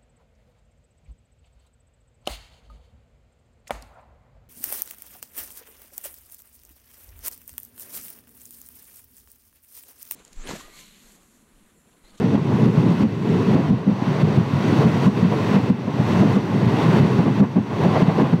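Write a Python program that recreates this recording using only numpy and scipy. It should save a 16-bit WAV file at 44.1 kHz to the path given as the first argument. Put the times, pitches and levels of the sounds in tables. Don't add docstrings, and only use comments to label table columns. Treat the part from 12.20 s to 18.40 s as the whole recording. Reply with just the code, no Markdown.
import sys
import numpy as np
from scipy import signal
from scipy.fft import rfft, irfft, next_fast_len
from scipy.io import wavfile
from scipy.ndimage import uniform_filter1d, minimum_filter1d

SR = 44100
rng = np.random.default_rng(int(sys.argv[2]) if len(sys.argv) > 2 else 0)


def attenuation_scalar(level_db):
    decades = np.asarray(level_db, float) / 20
    return 10 ** decades


def materialize(psi):
    bounded = np.clip(np.atleast_2d(psi).T, -1, 1)
    quanta = np.round(bounded * 32767).astype(np.int16)
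    wavfile.write(sys.argv[1], SR, quanta)


N = 273420
TIME_S = np.arange(N) / SR

# time in seconds, long-wave unevenness (boom) in dB, fine roughness (roar) in dB.
TRACK_STATE = [(0, 5.5, 1), (.25, 5.5, 1), (.75, 2.5, -1.5), (1.1, 4, -1.5), (1.5, 4.5, 2.5),
               (1.75, 0, 2.5), (2.1, 2, 1.5), (2.4, -2, -0.5), (2.8, 1, 0), (3.2, -2, -1), (3.55, 1.5, .5),
               (3.9, -2.5, -0.5), (4.25, 1.5, 0), (4.5, -0.5, 1), (5.05, 2.5, 0.5), (5.45, -0.5, -0.5),
               (5.7, 0, 3), (6.2, 2, 2.5)]
# frequency in Hz, density in dB per Hz.
BODY_COLOUR = [(35, -57.5), (60, -62.5), (95, -6.5), (135, 0), (172, -2.5), (209, -4), (274, -8.5),
               (308, -11), (435, -12), (489, -15.5), (657, -20), (1060, -20.5), (1300, -23.5),
               (1690, -56.5), (2860, -120)]
# frequency in Hz, density in dB per Hz.
WHEEL_COLOUR = [(1100, 5), (1300, 0.5), (1600, -5.5), (1800, -6.5), (2000, -4), (2300, -10), (2620, -8.5),
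                (3000, -11), (3800, -13.5), (4000, -15.5), (4650, -15.5), (4900, -20), (5600, -18),
                (7000, -30)]
# frequency in Hz, density in dB per Hz.
AIR_COLOUR = [(4000, -2), (5000, 1.5), (5500, 2), (6050, -0.5), (6250, -4.5), (7000, -6.5), (7700, -9),
              (8300, -10), (8800, -13), (10000, -14), (12500, -16), (15000, -21), (15700, -19.5)]
# frequency in Hz, width in Hz, level in dB.
WHEEL_MODES = [(987, 143, -43.5), (1908, 85, -55), (2610, 78, -54), (5870, 450, -62), (15640, 220, -82.5)]
# drop in seconds, peak in dB, main ring in Hz,
# rebound lag in seconds, rebound level relative to the drop in dB.
JOINT_HITS = [(.423, -11.5, 159.4, .013, 2), (.467, -8, 186, .019, -5), (.639, -9.5, 201.4, .022, -0.5),
              (.838, -8.5, 206.6, .014, -3), (1.357, -9.5, 260, .035, -3.5),
              (1.512, -5.5, 185.1, .024, -5.5), (1.674, -7.5, 197.6, .018, -2.5),
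              (2.038, -5, 159.2, .031, -10), (2.181, -6, 149.7, .029, -6.5), (2.635, -12.5, 182.4, .024, 7),
              (3.034, -7, 176, .019, -2.5), (3.119, -15, 201.3, .025, -1), (3.37, -10, 184.6, .016, -3.5),
              (3.8, -10, 154, .017, -11), (3.949, -12.5, 159.7, .019, 1), (4.035, -9.5, 241.7, .017, 2.5),
              (4.327, -12, 197.4, .022, 1.5), (4.805, -4.5, 167.2, .026, -6),
              (4.996, -6.5, 172.6, .016, -5.5), (5.065, -13.5, 199, .017, 2),
              (5.367, -6.5, 202.8, .018, -2.5), (5.663, -8, 167, .027, -2.5), (6.003, -12, 202, .025, 1.5)]
# time in seconds, peak in dB, main ring in Hz, length in seconds.
SINGLE_KNOCKS = [(.053, -12, 185.6, 0.021), (.15, -9, 208.3, .042), (.323, -13.5, 160, 0.015),
                 (.584, -10, 164, 0.028), (.708, -13.5, 173.7, .032), (.812, -7, 197.5, 0.01),
                 (1.133, -16, 184.7, 0.045), (1.291, -14, 206.6, 0.017), (1.823, -14, 214.6, 0.01),
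                 (1.88, -13.5, 185, .025), (2.347, -12.5, 139.7, 0.031), (2.502, -10, 174, 0.0096),
                 (2.532, -8.5, 208.1, 0.013), (2.595, -10.5, 148, .025), (2.841, -15, 151.6, 0.01),
                 (2.88, -9.5, 194.7, 0.029), (3.292, -16, 149.4, 0.014), (3.345, -13, 193.8, 0.029),
                 (3.51, -7, 190, 0.015), (3.682, -14.5, 203.7, .016), (4.012, -8, 199.3, 0.029),
                 (4.17, -7.5, 197.8, 0.017), (4.43, -7, 162, .008), (4.469, -12, 148, 0.013),
                 (4.679, -11, 163.5, .038), (4.857, -11.5, 162.4, 0.022), (5.219, -2.5, 203, 0.022),
                 (5.83, -7.5, 186.7, .016), (5.887, -6, 162, 0.018), (6.141, -3, 172.3, 0.019)]
# ratio to the main ring, level in dB.
BOGIE_MODES = [(.7, -11.5), (1.0, -1.5), (1.329, -7.5), (1.85, -21.5), (2.5, -22.5)]
# frequency in Hz, density in dB per Hz.
AFTERRING_COLOUR = [(70, -20.5), (105, 0.5), (150, 2), (220, 1.5), (320, -13)]
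# frequency in Hz, density in dB per Hz.
STEEL_COLOUR = [(300, 0), (450, 0.5), (620, 0), (740, -4), (860, -3.5), (1130, -7.5), (1300, -17.5),
                (2080, -20), (4000, -37)]
# time in seconds, level in dB, length in seconds.
CLATTER_HITS = [(0.151, -27, 0.055), (0.325, -30, 0.038), (1.361, -22, 0.022), (1.393, -27, 0.033),
                (2.181, -30.5, 0.034), (2.602, -31, .022), (3.125, -25.5, .03), (3.297, -26, .014),
                (3.36, -22, 0.06), (3.682, -32, 0.034), (3.786, -26.5, 0.034), (3.955, -35, .025),
                (4.025, -20, .012), (4.052, -28, 0.032), (4.173, -27, 0.038), (4.334, -30.5, 0.044),
                (4.409, -31, .025), (4.995, -19.5, 0.018), (5.065, -23.5, .03), (5.222, -25.5, 0.047),
                (5.367, -25.5, 0.033), (5.521, -30, 0.042), (5.644, -20.5, 0.058), (5.762, -16.5, 0.028),
                (5.802, -24, .025), (5.895, -22.5, 0.024), (5.989, -17.5, 0.019), (6.005, -21.5, 0.031),
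                (6.049, -25.5, 0.038), (6.134, -25.5, 0.016)]
# frequency in Hz, level in dB.
CHARGER_LINES = [(6445, -73), (6627, -68), (7779, -76), (7957, -71), (8043, -83.5), (8220, -77.5),
                 (15664, -86), (15730, -85.5)]
# time in seconds, gain after the snap in dB, wait in seconds.
GAIN_SNAPS = [(0.0, -1.5, 0.089), (0.161, -4.5, 0.091), (0.465, -2.5, 0.0), (0.837, -4.5, 0.15),
              (1.359, -1.8, 0.3), (1.511, -7.5, 0.24), (1.68, -5.5, 0.099), (2.027, -0.5, 0.083),
              (2.179, -1, 0.13), (2.636, 3.5, 0.13), (2.882, -2.1, 0.053), (3.03, 1, 0.084),
              (3.369, 1.3, 0.27), (3.507, -6, 0.17), (3.68, -4.5, 0.034), (4.021, 3, 0.11),
              (4.171, -1.2, 0.15), (4.33, 1.0, 0.13), (4.803, 2.5, 0.18), (4.995, 0, 0.22),
              (5.208, -6.5, 0.34), (5.37, -6.5, 0.14), (5.661, 0.2, 0.053), (5.828, -0.7, 0.075),
              (5.89, -1.5, 0.077), (6.025, -2, 0.3), (6.147, -6, 0.11)]
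# time in seconds, gain in dB.
GAIN_TARGET = [
    (0, 1.4),
    (.8, 2),
    (1.3, 2.5),
    (2, 3),
    (2.5, 7),
    (3.2, 6.5),
    (6.2, 7.5),
]

FLOOR_DB, WALL_DB, RAIL_DB, WHEEL_DB, AIR_DB = -24, -29, -34, -39.5, -56.5
WALL_DB_PER_DB, RAIL_DB_PER_DB, WHEEL_DB_PER_DB = 1, 1.57, 0.67
DROP_S, REBOUND_S = 0.013, 0.016
RISE, FALL, CLATTER_RISE = 0.55, 0.83, 0.33
LEAD_S, BLOW_WINDOW_S = 1 / 10, 1 / 4
AFTERRING_DB, AFTERRING_S = -10, 0.031
CLACK_DB, CLACK_STRETCH = -35.5, 1.5
BUFFET_DB = -66
RECOVER_S, EASE_S, SNAP_S = 0.094, 0.033, 0.0037
BASS_CUT_HZ, CEILING = 24, 0.59
BLOW_T_S = TIME_S[:int(BLOW_WINDOW_S * SR)]


def walk(rate_hz):
    k = int(SR / rate_hz)
    held = np.repeat(rng.standard_normal(N // k + 1), k)
    slewed = uniform_filter1d(uniform_filter1d(held, k), k)
    return 1.4 * (slewed - uniform_filter1d(held, 7 * k))[:N]


def hiss(colour, lo_hz, hi_hz, flicker_db, rate_hz, shared_db=0):
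    size = next_fast_len(N)
    octave = np.log2(np.maximum(np.fft.rfftfreq(size, 1 / SR), 1))
    hz, db = np.transpose(colour)
    noise = rfft(rng.standard_normal(size)) * attenuation_scalar(np.interp(octave, np.log2(hz), db))
    out = 0
    for centre in np.arange(np.log2(lo_hz), np.log2(hi_hz), 1 / 3):
        band = np.clip(1 - 3 * abs(octave - centre), 0, 1)
        out = out + irfft(noise * band, size)[:N] * attenuation_scalar(flicker_db * walk(rate_hz))
    out = out * attenuation_scalar(shared_db)
    return out / np.std(out)


def rolling():
    s, boom_db, roar_db = np.transpose(TRACK_STATE)
    boom_db, roar_db = np.interp(TIME_S, s, boom_db), np.interp(TIME_S, s, roar_db)
    shake = walk(30)
    floor = hiss(BODY_COLOUR, 23.64, 240, flicker_db=0.55, rate_hz=16, shared_db=shake)
    wall = hiss(BODY_COLOUR, 280.4, 480, flicker_db=2.4, rate_hz=9.9, shared_db=0.85 * shake)
    rail = hiss(BODY_COLOUR, 544, 1200, flicker_db=1.0, rate_hz=18, shared_db=1.1 * shake)
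    wheel = hiss(WHEEL_COLOUR, 1440.5, 4597, flicker_db=0.5, rate_hz=24, shared_db=0.64 * shake)
    air = hiss(AIR_COLOUR, 5600, 18000, flicker_db=0.6, rate_hz=28, shared_db=0.75 * shake)
    out = attenuation_scalar(FLOOR_DB + boom_db) * floor
    out += attenuation_scalar(WALL_DB + WALL_DB_PER_DB * boom_db) * wall
    out += attenuation_scalar(RAIL_DB + RAIL_DB_PER_DB * roar_db) * rail
    out += attenuation_scalar(WHEEL_DB + WHEEL_DB_PER_DB * roar_db) * wheel
    return out + attenuation_scalar(AIR_DB) * air


def wheel_rings():
    s, _, roar_db = np.transpose(TRACK_STATE)
    out = 0
    for hz, width_hz, db in WHEEL_MODES:
        b, a = signal.iirpeak(hz, hz / width_hz, fs=SR)
        hum = signal.lfilter(b, a, rng.standard_normal(N))
        out = out + attenuation_scalar(db + 1.7 * walk(3.42)) * hum / np.std(hum)
    return out * attenuation_scalar(0.61 * np.interp(TIME_S, s, roar_db))


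def swell(length_s, rise=RISE):
    t = BLOW_T_S - LEAD_S
    return np.exp(-(t / (length_s * np.where(t < 0, rise, FALL))) ** 2)


def blows():
    detune = 1 + 0.07 * rng.standard_normal(len(JOINT_HITS))
    hits = list(SINGLE_KNOCKS)
    for (s, db, hz, lag_s, rel_db), ratio in zip(JOINT_HITS, detune):
        hits.append((s, db, hz, DROP_S))
        hits.append((s + lag_s, db + rel_db, hz * ratio, REBOUND_S))
    return hits


def joints(steel, gain_db):
    lead, n = int(LEAD_S * SR), len(BLOW_T_S)
    out = np.zeros(N + SR)
    floor = np.tile(hiss(AFTERRING_COLOUR, 89.5, 260, flicker_db=1.0, rate_hz=22), 2)
    since = np.maximum(BLOW_T_S - LEAD_S, 0) / AFTERRING_S
    fading = attenuation_scalar(AFTERRING_DB) * since * np.exp(1 - since * 2)
    for s, peak_db, hz, length_s in blows():
        i = int(s * SR)
        thump = 0
        for ratio, db in BOGIE_MODES:
            phase = 2 * np.pi * rng.random()
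            thump = thump + attenuation_scalar(db) * np.sin(2 * np.pi * hz * ratio * BLOW_T_S + phase)
        body = thump * swell(length_s) + floor[i:i + n] * fading
        clack = attenuation_scalar(CLACK_DB) * steel[i:i + n] * swell(CLACK_STRETCH * length_s)
        true_db = peak_db - gain_db[i + SR // 200]
        out[i:i + n] += attenuation_scalar(true_db) * body + clack
    return out[lead:lead + N]


def clatter(steel, gain_db):
    lead, n = int(LEAD_S * SR), len(BLOW_T_S)
    out = np.zeros(N + SR)
    for s, db, length_s in CLATTER_HITS:
        i = int(s * SR)
        rattle = steel[N - i:N - i + n] * swell(length_s, CLATTER_RISE)
        out[i:i + n] += attenuation_scalar(db - gain_db[i]) * rattle
    return out[lead:lead + N]


def whine():
    out = 0
    for hz, db in CHARGER_LINES:
        level = attenuation_scalar(db - 1.5 + 1.5 * walk(4))
        out = out + level * np.sin(2 * np.pi * np.cumsum(hz + 5 * walk(9)) / SR)
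    return out


def buffet():
    sos = signal.butter(4, 62, fs=SR, output="sos")
    rumble = signal.sosfilt(sos, rng.standard_normal(N))
    return attenuation_scalar(BUFFET_DB) * rumble / np.std(rumble)


def phone_gain_db():
    s, after_db, wait_s = np.transpose(GAIN_SNAPS)
    last = np.maximum(np.searchsorted(s, TIME_S, "right") - 1, 0)

    def ease(late_s):
        return EASE_S * np.logaddexp(0, late_s / EASE_S)

    rising_s = ease(TIME_S - s[last] - wait_s[last]) - ease(-wait_s[last])
    target_db = np.interp(TIME_S, *np.transpose(GAIN_TARGET))
    gain_db = target_db - (target_db - after_db[last]) * np.exp(-rising_s / RECOVER_S)
    return uniform_filter1d(gain_db, size=int(SNAP_S * SR))


def scene():
    gain_db = phone_gain_db()
    steel = np.tile(hiss(STEEL_COLOUR, 305, 4000, flicker_db=2.5, rate_hz=44), 2)
    impacts = joints(steel, gain_db) + clatter(steel, gain_db)
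    return (rolling() + wheel_rings() + impacts + whine() + buffet())[None]


def roll_off(x):
    return signal.sosfilt(signal.butter(12, 15910, fs=SR, output="sos"), x)


def record(dry):
    bass_cut = signal.butter(2, BASS_CUT_HZ, "high", fs=SR, output="sos")
    mix = signal.sosfilt(bass_cut, dry) * attenuation_scalar(phone_gain_db())
    room_left = minimum_filter1d(np.minimum(1, CEILING / (abs(mix) + 1e-9)), size=265)
    mix = mix * uniform_filter1d(room_left, size=133)
    treble_cut = signal.ellip(12, 0.3, 60, 15725, fs=SR, output="sos")
    mix = signal.sosfilt(treble_cut, mix)
    return roll_off(mix)


dry = scene()
out = record(dry)
materialize(out)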